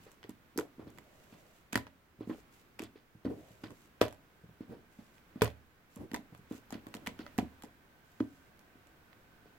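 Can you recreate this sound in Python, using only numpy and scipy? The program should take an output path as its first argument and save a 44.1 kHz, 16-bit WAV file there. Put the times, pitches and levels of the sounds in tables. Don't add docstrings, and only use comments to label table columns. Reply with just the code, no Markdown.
import sys
import numpy as np
from scipy import signal
from scipy.fft import rfft, irfft
from scipy.io import wavfile

SR = 44100
rng = np.random.default_rng(int(sys.argv[2]) if len(sys.argv) > 2 else 0)


def dump_mix(stems):
    frames = np.atleast_2d(stems).T
    limited = np.clip(frames, -1, 1)
    pcm = np.round(limited * 32767).astype(np.int16)
    wavfile.write(sys.argv[1], SR, pcm)


N = 422458

# (s, pop dB, pocket pitch Hz, crack dB)
POPS = [(0.1167, -64, 3160, -62), (.230, -49.5, 3120, -80), (.240, -50.5, 1900, -73), (.294, -61, 990, -56),
        (.576, -39, 4740, -38), (0.5885, -36, 1410, -49), (0.903, -77, 2390, -67),
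        (.985, -49, 2070, -61), (1.730, -34.5, 2460, -43.5),
        (1.744, -40, 1900, -67), (1.756, -24, 1810, -37.5), (1.868, -49, 870, -75), (2.7936, -38.5, 2500, -52),
        (2.8201, -49, 2480, -55.5), (2.837, -50.5, 3400, -56.5), (3.640, -45, 1410, -68), (3.706, -55, 1070, -66), (4.014, -25, 1610, -49),
        (4.021, -37, 3700, -49), (4.082, -50, 2950, -57), (4.126, -52.5, 870, -60.5),
        (5.181, -60, 2450, -84), (5.419, -32, 1460, -59),
        (5.445, -42, 1570, -43), (5.457, -37.5, 1970, -67), (5.4777, -44, 3200, -64), (5.960, -63, 3230, -57.5),
        (6.1155, -48.5, 1920, -61), (6.134, -53, 2150, -60), (6.144, -35, 1980, -44.5), (6.148, -37.5, 900, -65), (6.349, -54.5, 1130, -67), (6.377, -74, 1420, -66.5),
        (6.524, -58, 3140, -63), (6.706, -49, 805, -57), (6.725, -46, 1830, -55), (6.7423, -44.5, 2930, -62),
        (6.868, -50.5, 1100, -61), (6.941, -39.5, 2820, -54), (6.950, -49.5, 4480, -54.5), (7.068, -40, 1800, -63), (7.072, -34, 2100, -46),
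        (7.191, -46.5, 1440, -64), (7.265, -46.5, 1340, -71), (7.380, -40, 1720, -44.5), (7.387, -33, 737, -52),
        (7.623, -52.5, 3150, -58.5), (7.636, -50, 820, -59.5), (8.204, -44.5, 1270, -71.5), (8.593, -60.5, 4320, -67),
        (8.871, -64, 2220, -69.5), (9.130, -59, 2070, -91)]
# (s, smack dB, smack length ms, spray dB, spray fading ms, wobble dB)
SLAPS = [(1.7557, -23, 1.1, -24.5, 3.4, -37), (4.015, -10, 1.545, -19.5, 2.4, -41), (5.4191, -11.5, 1.96, -17.5, 4.3, -31.5)]
SLAP_COLOUR = [(30, -25), (120, -2.5), (220, -18), (450, -0.5), (650, -22), (850, -23), (1600, -14), (3000, -21.5), (6000, -30.5), (9000, -29.5), (15000, -32.5)]   # (Hz, dB)
# (Hz, dB)
POP_COLOUR = [(200, -34), (500, 9), (1000, 9), (2000, 6.5), (3500, 1.5), (5000, -2.5), (8000, -25), (16000, -42)]
# (Hz, dB, t60 s)
TABLE = [(31.9, -50, 0.8), (75, -25, 0.44), (115.7, -21, 0.15), (175.2, -29, 0.11), (272.7, -36.5, 0.42), (331.4, -26.5, 0.21), (403, -36.5, .2), (619, -36.5, 0.29), (753, -34.5, 0.091), (994, -18, 0.1), (1694, -35.5, 0.052), (2030, -24, 0.13), (2770, -47.5, .16)]
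# (s, dB)
HISS_LEVEL = [(0.0, -67.5), (0.1, -70.5), (0.34, -71), (1.31, -70), (2.13, -73.5), (2.37, -69.5), (3.15, -73), (3.47, -70.5),
              (4.94, -71.5), (5.36, -69.5), (5.74, -72.5), (7.34, -66), (7.76, -70.5), (9.58, -69.5)]
HISS = [(22, -6), (43, -4.5), (110, -4), (250, -5.5), (450, -10), (700, -14), (1000, -13), (1500, -13.5), (2200, -16.5), (3200, -22), (5000, -28), (9500, -33), (13000, -30), (16000, -26)]   # (Hz, dB)
PRESS_COLOUR = [(40, -21), (90, 0), (160, -1.5), (300, 1.5), (450, -7.5), (700, -15), (1500, -32), (4000, -43)]   # (Hz, dB)
PEEL_COLOUR = [(400, -15), (1200, 2), (2800, 3), (5000, -1.5), (7500, 3), (9500, -6), (13000, -0.5), (16000, -13)]   # (Hz, dB)
ROOM_COLOUR = [(50, 1.5), (150, -3), (300, 3), (650, 5), (1200, -8), (3000, 2), (7000, 3.5), (15000, 3)]   # (Hz, dB)
ROOM_T60 = [(100, 0.42), (400, 0.2), (1500, 0.3), (5000, 0.18), (14000, 0.17)]   # (Hz, s)
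LIKENESS = [(40, 0.61), (150, 0.83), (350, 0.82), (700, 0.38), (1400, 0.023), (3000, 0), (16000, 0.03)]   # (Hz, left-right correlation)
BALANCE_DB = [(60, -0.5), (300, -1.5), (700, -1.5), (1500, -2.5), (6000, -3), (9000, 2), (15000, 0.5)]   # (Hz, left minus right dB)
CUTOFF_HZ = 16050
# (Hz, dB)
CRACK_COLOUR = [(1000, -69), (3000, -40), (5500, 0.5), (7500, 7), (9000, 1), (12500, 4), (16000, -7.5)]
# (Hz, width Hz, dB)
AIR_TONES = [(718, 27, 0), (1537, 51, 1.5)]
# (s, dB)
AIR_LEVEL = [(0, -114), (4, -76.5), (6, -76), (8, -73), (9.58, -72)]
RAGGED_DB = 6
# (s, knock dB, knock pitch Hz, squelch dB, squelch tilt dB per octave)
PUSHES = [(0.066, -46.5, 430, -61.5, 0), (.246, -42.5, 380, -65, -0.5), (0.292, -37.5, 280, -70, 3), (0.56, -37, 286, -77, 5),
          (.586, -49, 303, -37, -10), (.782, -47, 257, -67, -10),
          (.795, -36.5, 343, -52, -3.5), (.870, -45, 290, -63.5, 1), (1.325, -48, 222, -65, 1.5), (1.731, -33.5, 238, -55, 1),
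          (1.756, -23.5, 238, -48.5, -4), (2.208, -31, 302, -57, -0.5), (2.273, -35, 236, -66, -3), (2.296, -27.5, 276, -43, -3.5),
          (2.802, -35, 302, -57.5, 1.5), (2.827, -32.5, 308, -72.5, 7), (2.957, -43, 360, -70, 3), (3.251, -24, 303, -47, -2),
          (3.266, -38, 298, -49, -15), (3.300, -37, 338, -39, -15), (3.637, -34, 277, -55.5, 2), (4.014, -15, 503, -38.5, -0.5), (4.022, -18.5, 593, -39, -7),
          (4.607, -33.5, 263, -64, 0.5), (4.700, -50, 345, -58.5, -3), (4.722, -38, 341, -54.5, -2.5), (4.988, -40, 217, -64.5, 0), (5.358, -36.5, 231, -60, -1.5),
          (5.421, -37, 288, -34.5, -2.5), (5.965, -40.5, 230, -54, -3.5), (6.024, -55, 303, -64, -2.5), (6.116, -38.5, 262, -62, -13), (6.136, -29, 273, -47.5, -8),
          (6.190, -41.5, 239, -62, -8), (6.511, -30.5, 289, -51, -2.5), (6.726, -30.5, 257, -52, 0.5), (6.752, -35.5, 227, -66, 2), (6.868, -36.5, 280, -55, -11), (6.950, -36, 235, -52, -4),
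          (7.075, -33, 212, -48, -14), (7.194, -35, 272, -56.5, 2), (7.385, -16.5, 248, -42, -4.5), (7.639, -41, 288, -56, -3.5),
          (8.202, -43, 334, -54, -3.5), (8.754, -53, 257, -72, -6.5), (9.457, -51, 426, -77, 2)]
KNOCK_CYCLES = .55
SLUMP_S, SLUMP_LOSS_DB = 0.024, 14
SQUELCH_LEAD_S, SQUELCH_SWELL_S = .004, .013
# (s, peak dB)
TAPS = [(1.348, -48), (2.189, -46.5), (3.15, -47), (3.506, -48), (4.437, -43), (4.489, -46.5), (6.323, -43.5), (6.391, -46)]
TAP_HZ = 150
# (s, length s, dB)
PRESSES = [(.80, 0.18, -59.5), (3.30, 0.079, -50), (3.65, 0.058, -51), (4.70, .07, -50.5), (6.01, .05, -49), (6.15, 0.042, -56), (6.70, 0.58, -64.5)]
PRESS_ATTACK_S, PRESS_RELEASE_S = .03, 0.038
# (s, length s, dB at the start)
PEELS = [(.02, 0.12, -69), (.95, 0.66, -75), (2.28, .12, -67), (2.53, 0.086, -69.5), (3.35, 0.52, -72.5), (4.92, 0.26, -74.5), (5.92, 0.044, -69), (6.51, 0.063, -63.5),
         (7.15, 0.31, -92), (8.05, 0.43, -76)]
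PEEL_ATTACK_S, PEEL_RELEASE_S, STRETCH_DB_PER_S = 0.023, 0.02, 10
# (s, length s, dB)
SWISHES = [(1.07, 0.43, -68.5), (3.42, 0.067, -63.5)]
SWISH_ATTACK_S, SWISH_RELEASE_S = 0.16, .1
SWISH_COLOUR = [(300, -10), (650, 4), (1000, -19), (3000, -19), (8000, -46)]   # (Hz, dB)
SLUMP_PITCH_RATIO = .92
NEIGHBOUR_DELAY_S, NEIGHBOUR_SPREAD_S = .009, .009
NEIGHBOUR_POP_DB, NEIGHBOUR_CRACK_DB = -11.5, -10
# (s, peak dB, pitch Hz)
PLOPS = [(0.5801, -24, 330), (.591, -27.5, 390), (2.309, -30.5, 325), (3.262, -25, 280), (8.2055, -18.5, 288)]
PLOP_CYCLES = 0.83
WOBBLE_HZ, WOBBLE_CYCLES = 137, 1.16
FLUTTER_PER_S = 25
PLOP_PUFF_DB = -11


def from_db(db):
    return 10 ** (np.asarray(db) / 20)


def rms_one(x):
    return x / np.sqrt(np.mean(x ** 2) + 1e-20)


def in_time(rows):
    s, *columns = np.transpose(rows)
    return [np.interp(np.arange(N) / SR, s, c) for c in columns]


def at_hz(points, hz):
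    return np.interp(np.log(np.maximum(hz, 1)), np.log(np.array(points)[:, 0]), np.array(points)[:, 1])


def add(out, s, sound):
    start = round(s * SR)
    out[..., start:start + sound.shape[-1]] += sound[..., :N - start]


def seconds(size):
    return np.arange(size) / SR


def through(x, response):
    return signal.fftconvolve(np.atleast_2d(x), np.atleast_2d(response), axes=-1)[:, :x.shape[-1]]


def causal(gain, size=4096):
    cepstrum = irfft(np.log(gain + 1e-9))
    cepstrum[1:size // 2] *= 2
    cepstrum[size // 2 + 1:] = 0
    return irfft(np.exp(rfft(cepstrum)))


def colour(x, points, size=4096):
    response = causal(from_db(at_hz(points, np.fft.rfftfreq(size, 1 / SR))))
    return through(x, response / np.linalg.norm(response))


def stereo_noise(size):
    mid, side = rfft(rng.standard_normal((2, size)))
    alike = np.clip(at_hz(LIKENESS, np.fft.rfftfreq(size, 1 / SR)), -.99, .99)
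    return irfft(np.sqrt((1 + alike) / 2) * mid + np.sqrt((1 - alike) / 2) * side * [[1], [-1]], size)


def burst(fade_ms, ragged_db=0, size=4096):
    t = seconds(size)
    knots = np.arange(0, t[-1], .0012)
    clumps = from_db(ragged_db * np.interp(t, knots, np.clip(rng.standard_normal(len(knots)), -2, 2)))
    fade = np.exp(-t * 1e3 / max(fade_ms, .05))
    spray = stereo_noise(size) * fade * clumps
    return spray * np.linalg.norm(fade) / np.linalg.norm(spray, axis=1, keepdims=True)


def thumps(level_db=0, sag=0.051, puff_db=-11, low_hz=90, size=4096):
    tone, effort, t = np.zeros(N), np.zeros(N), seconds(size)
    for s, db, hz, cycles, air_db in knocks():
        age = t * hz / cycles
        pitch = hz * (1 + sag * (2 * np.exp(-age / 2) - 1))
        swell = from_db(db + level_db) * age * np.exp(1 - age)
        add(tone, s, swell * np.sin(2 * np.pi * np.cumsum(pitch) / SR))
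        add(effort, s, from_db(air_db) * swell)
    puffs = from_db(puff_db) * colour(effort * stereo_noise(N), PRESS_COLOUR)
    return signal.sosfilt(signal.butter(2, low_hz, "high", fs=SR, output="sos"), tone + puffs)


def pops(air_db=6, crack_db=11, tear_ms=1.0, fizz_ms=9.5, fizz_db=-18, pocket_db=7, cycles=2.7, size=2048):
    cracks, puffs, pockets = np.zeros((3, 2, N))
    t = seconds(size)
    for s, db, hz, top_db in ruptures():
        tear = burst(tear_ms, size=size)
        add(cracks, s, from_db(top_db + crack_db) * tear)
        fizz = from_db(fizz_db) * burst(fizz_ms, RAGGED_DB, size=size)
        add(puffs, s, from_db(db + air_db) * (tear + fizz))
        port_phase = rng.normal(0, 0.81, (2, 1))
        add(pockets, s, from_db(db + pocket_db) * np.exp(-t * hz / cycles) * np.sin(2 * np.pi * hz * t + port_phase))
    return colour(cracks, CRACK_COLOUR) + colour(puffs, POP_COLOUR) + pockets


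def slaps(settle_ms=20.5, settle_db=-15, soft_hz=1800):
    smacks, spray = np.zeros(N), np.zeros((2, N))
    for s, smack_db, smack_ms, spray_db, fade_ms, _ in SLAPS:
        ramp = seconds(size=512) * 1e3 / smack_ms
        add(smacks, s, from_db(smack_db) * (2 * ramp - 1) * (ramp < 1))
        add(spray, s, from_db(spray_db) * (burst(fade_ms) + from_db(settle_db) * burst(settle_ms, RAGGED_DB)))
    return signal.sosfilt(signal.butter(2, soft_hz, fs=SR, output="sos"), smacks) + colour(spray, SLAP_COLOUR)


def table(force, level_db=-30, size=44100):
    t = seconds(size)
    modes = sum(from_db(db - 60 * t / t60) * np.sin(2 * np.pi * hz * t) for hz, db, t60 in TABLE)
    return from_db(level_db) * through(force, modes)


def handling(press_db=-1, peel_db=-4, cling_db=-86, crackle_db=-8, threads_per_s=400, spread_db=8.0):
    grip = strokes(PRESSES, PRESS_ATTACK_S, PRESS_RELEASE_S) * flutter(depth_db=5.0)
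    pull = strokes(PEELS, PEEL_ATTACK_S, PEEL_RELEASE_S, STRETCH_DB_PER_S) * flutter(depth_db=2.5) + from_db(cling_db)
    rumble = from_db(press_db) * grip * colour(stereo_noise(N), PRESS_COLOUR)
    strength = np.minimum(rng.exponential(1, N), 3)
    snaps = (rng.random(N) < threads_per_s / SR) * from_db(spread_db * strength)
    crackle = rms_one(through(snaps * rng.choice([-1, 1], N), burst(1.0)))
    peeling = from_db(peel_db) * stereo_noise(N) + from_db(crackle_db) * crackle
    return rumble + pull * colour(peeling, PEEL_COLOUR)


def room(x, wet_db=-11, gap_s=0.00067, near_db=-12, near_ms=5.1, size=22050):
    t, white, tail = seconds(size), rfft(stereo_noise(size)), 0
    hz = np.fft.rfftfreq(size, 1 / SR)
    centres = np.array(ROOM_T60)[:, 0]
    for (centre, t60), share in zip(ROOM_T60, np.eye(len(centres))):
        band = white * at_hz(np.c_[centres, share], hz) * from_db(at_hz(ROOM_COLOUR, hz))
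        tail = tail + irfft(band, size) * from_db(-60 * t / t60)
    tail = tail * (1 - np.exp(-(t / gap_s) ** 2))
    near = burst(near_ms) * (1 - np.exp(-seconds(size=4096) / 0.0015))
    return from_db(wet_db) * through(x, tail / np.linalg.norm(tail[0])) + from_db(near_db) * through(x, near / np.linalg.norm(near[0]))


def background(level_db=7):
    level, = in_time(HISS_LEVEL)
    tone_level, = in_time(AIR_LEVEL)
    white = stereo_noise(N)
    tones = sum(from_db(db) * signal.lfilter(*signal.iirpeak(hz, hz / np.clip(width, 20, 150), fs=SR), white) for hz, width, db in AIR_TONES)
    return from_db(level + level_db) * colour(stereo_noise(N), HISS) + from_db(tone_level) * rms_one(tones)


def squelches(level_db=0, low_hz=400, high_hz=5000, cycles=2.16, spread_db=1.0, fade_db=-1.0, count=120, size=768):
    out, t = np.zeros((2, N)), seconds(size)
    for s, _, _, db, tilt_db in PUSHES:
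        ages = rng.gamma(2, 1, count)
        hz = low_hz * (high_hz / low_hz) ** rng.random((count, 1))
        levels = db + level_db + fade_db * ages[:, None] + spread_db * rng.standard_normal((count, 1)) + tilt_db * np.log2(hz / low_hz)
        phases = rng.uniform(0, 2 * np.pi, (count, 1)) + rng.normal(0, 0.73, (2, count, 1))
        rings = from_db(levels) * np.exp(-t * hz / cycles) * (1 - np.exp(-4 * t * hz)) * np.sin(2 * np.pi * hz * t + phases)
        for k, age in enumerate(ages):
            add(out, s - SQUELCH_LEAD_S + age * SQUELCH_SWELL_S, rings[:, k])
    return out


def strokes(rows, attack_s, release_s, growth_db_per_s=0):
    t, gain = seconds(N), 0
    for s, length, db in rows:
        onset = np.clip(1 + (t - s) / attack_s, 0, 1)
        release = np.exp(-np.maximum(t - s - length, 0) / release_s)
        gain = gain + onset * release * from_db(db + growth_db_per_s * np.clip(t - s, 0, length))
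    return gain


def knocks(gap_spread=0.3094, pitch_spread=.15, count=2):
    rows = [(s, db, TAP_HZ, KNOCK_CYCLES, 0) for s, db in TAPS]
    rows += [(s, db, hz, PLOP_CYCLES, PLOP_PUFF_DB) for s, db, hz in PLOPS]
    rows += [(s, wobble_db, WOBBLE_HZ, WOBBLE_CYCLES, 0) for s, *_, wobble_db in SLAPS]
    for (s, db, hz, _, _), chances in zip(PUSHES, rng.standard_normal((len(PUSHES), count, 2))):
        rows.append((s, db, hz, KNOCK_CYCLES, 0))
        for late, sharp in chances:
            s, db, hz = s + SLUMP_S * np.exp(gap_spread * late), db - SLUMP_LOSS_DB, hz * SLUMP_PITCH_RATIO
            rows.append((s, db, hz * np.exp(pitch_spread * sharp), KNOCK_CYCLES, 0))
    return rows


def swishes():
    return strokes(SWISHES, SWISH_ATTACK_S, SWISH_RELEASE_S) * colour(stereo_noise(N), SWISH_COLOUR)


def ruptures(pitch_spread=0.362, count=2):
    rows = list(POPS)
    for (s, db, hz, top_db), chances in zip(POPS, rng.standard_normal((len(POPS), count, 2))):
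        for late, sharp in np.clip(chances, -2, 2):
            rows.append((s + NEIGHBOUR_DELAY_S + NEIGHBOUR_SPREAD_S * late, db + NEIGHBOUR_POP_DB,
                         hz * np.exp(pitch_spread * sharp), top_db + NEIGHBOUR_CRACK_DB))
    return rows


def flutter(depth_db):
    steps = seconds(N) * FLUTTER_PER_S
    return from_db(depth_db * np.interp(steps, np.arange(N), np.clip(rng.standard_normal(N), -2, 2)))


def scene():
    blows = thumps() + pops() + slaps()
    slime = blows + table(blows) + squelches()
    return slime + room(slime) + handling() + swishes() + background()


def record(dry, size=4096):
    lean_db = at_hz(BALANCE_DB, np.fft.rfftfreq(size, 1 / SR)) / 2
    heard = through(dry, np.array([causal(from_db(lean_db)), causal(from_db(-lean_db))]))
    return signal.sosfilt(signal.ellip(10, .1, 70, CUTOFF_HZ, fs=SR, output="sos"), heard)


dry = scene()
out = record(dry)
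dump_mix(out)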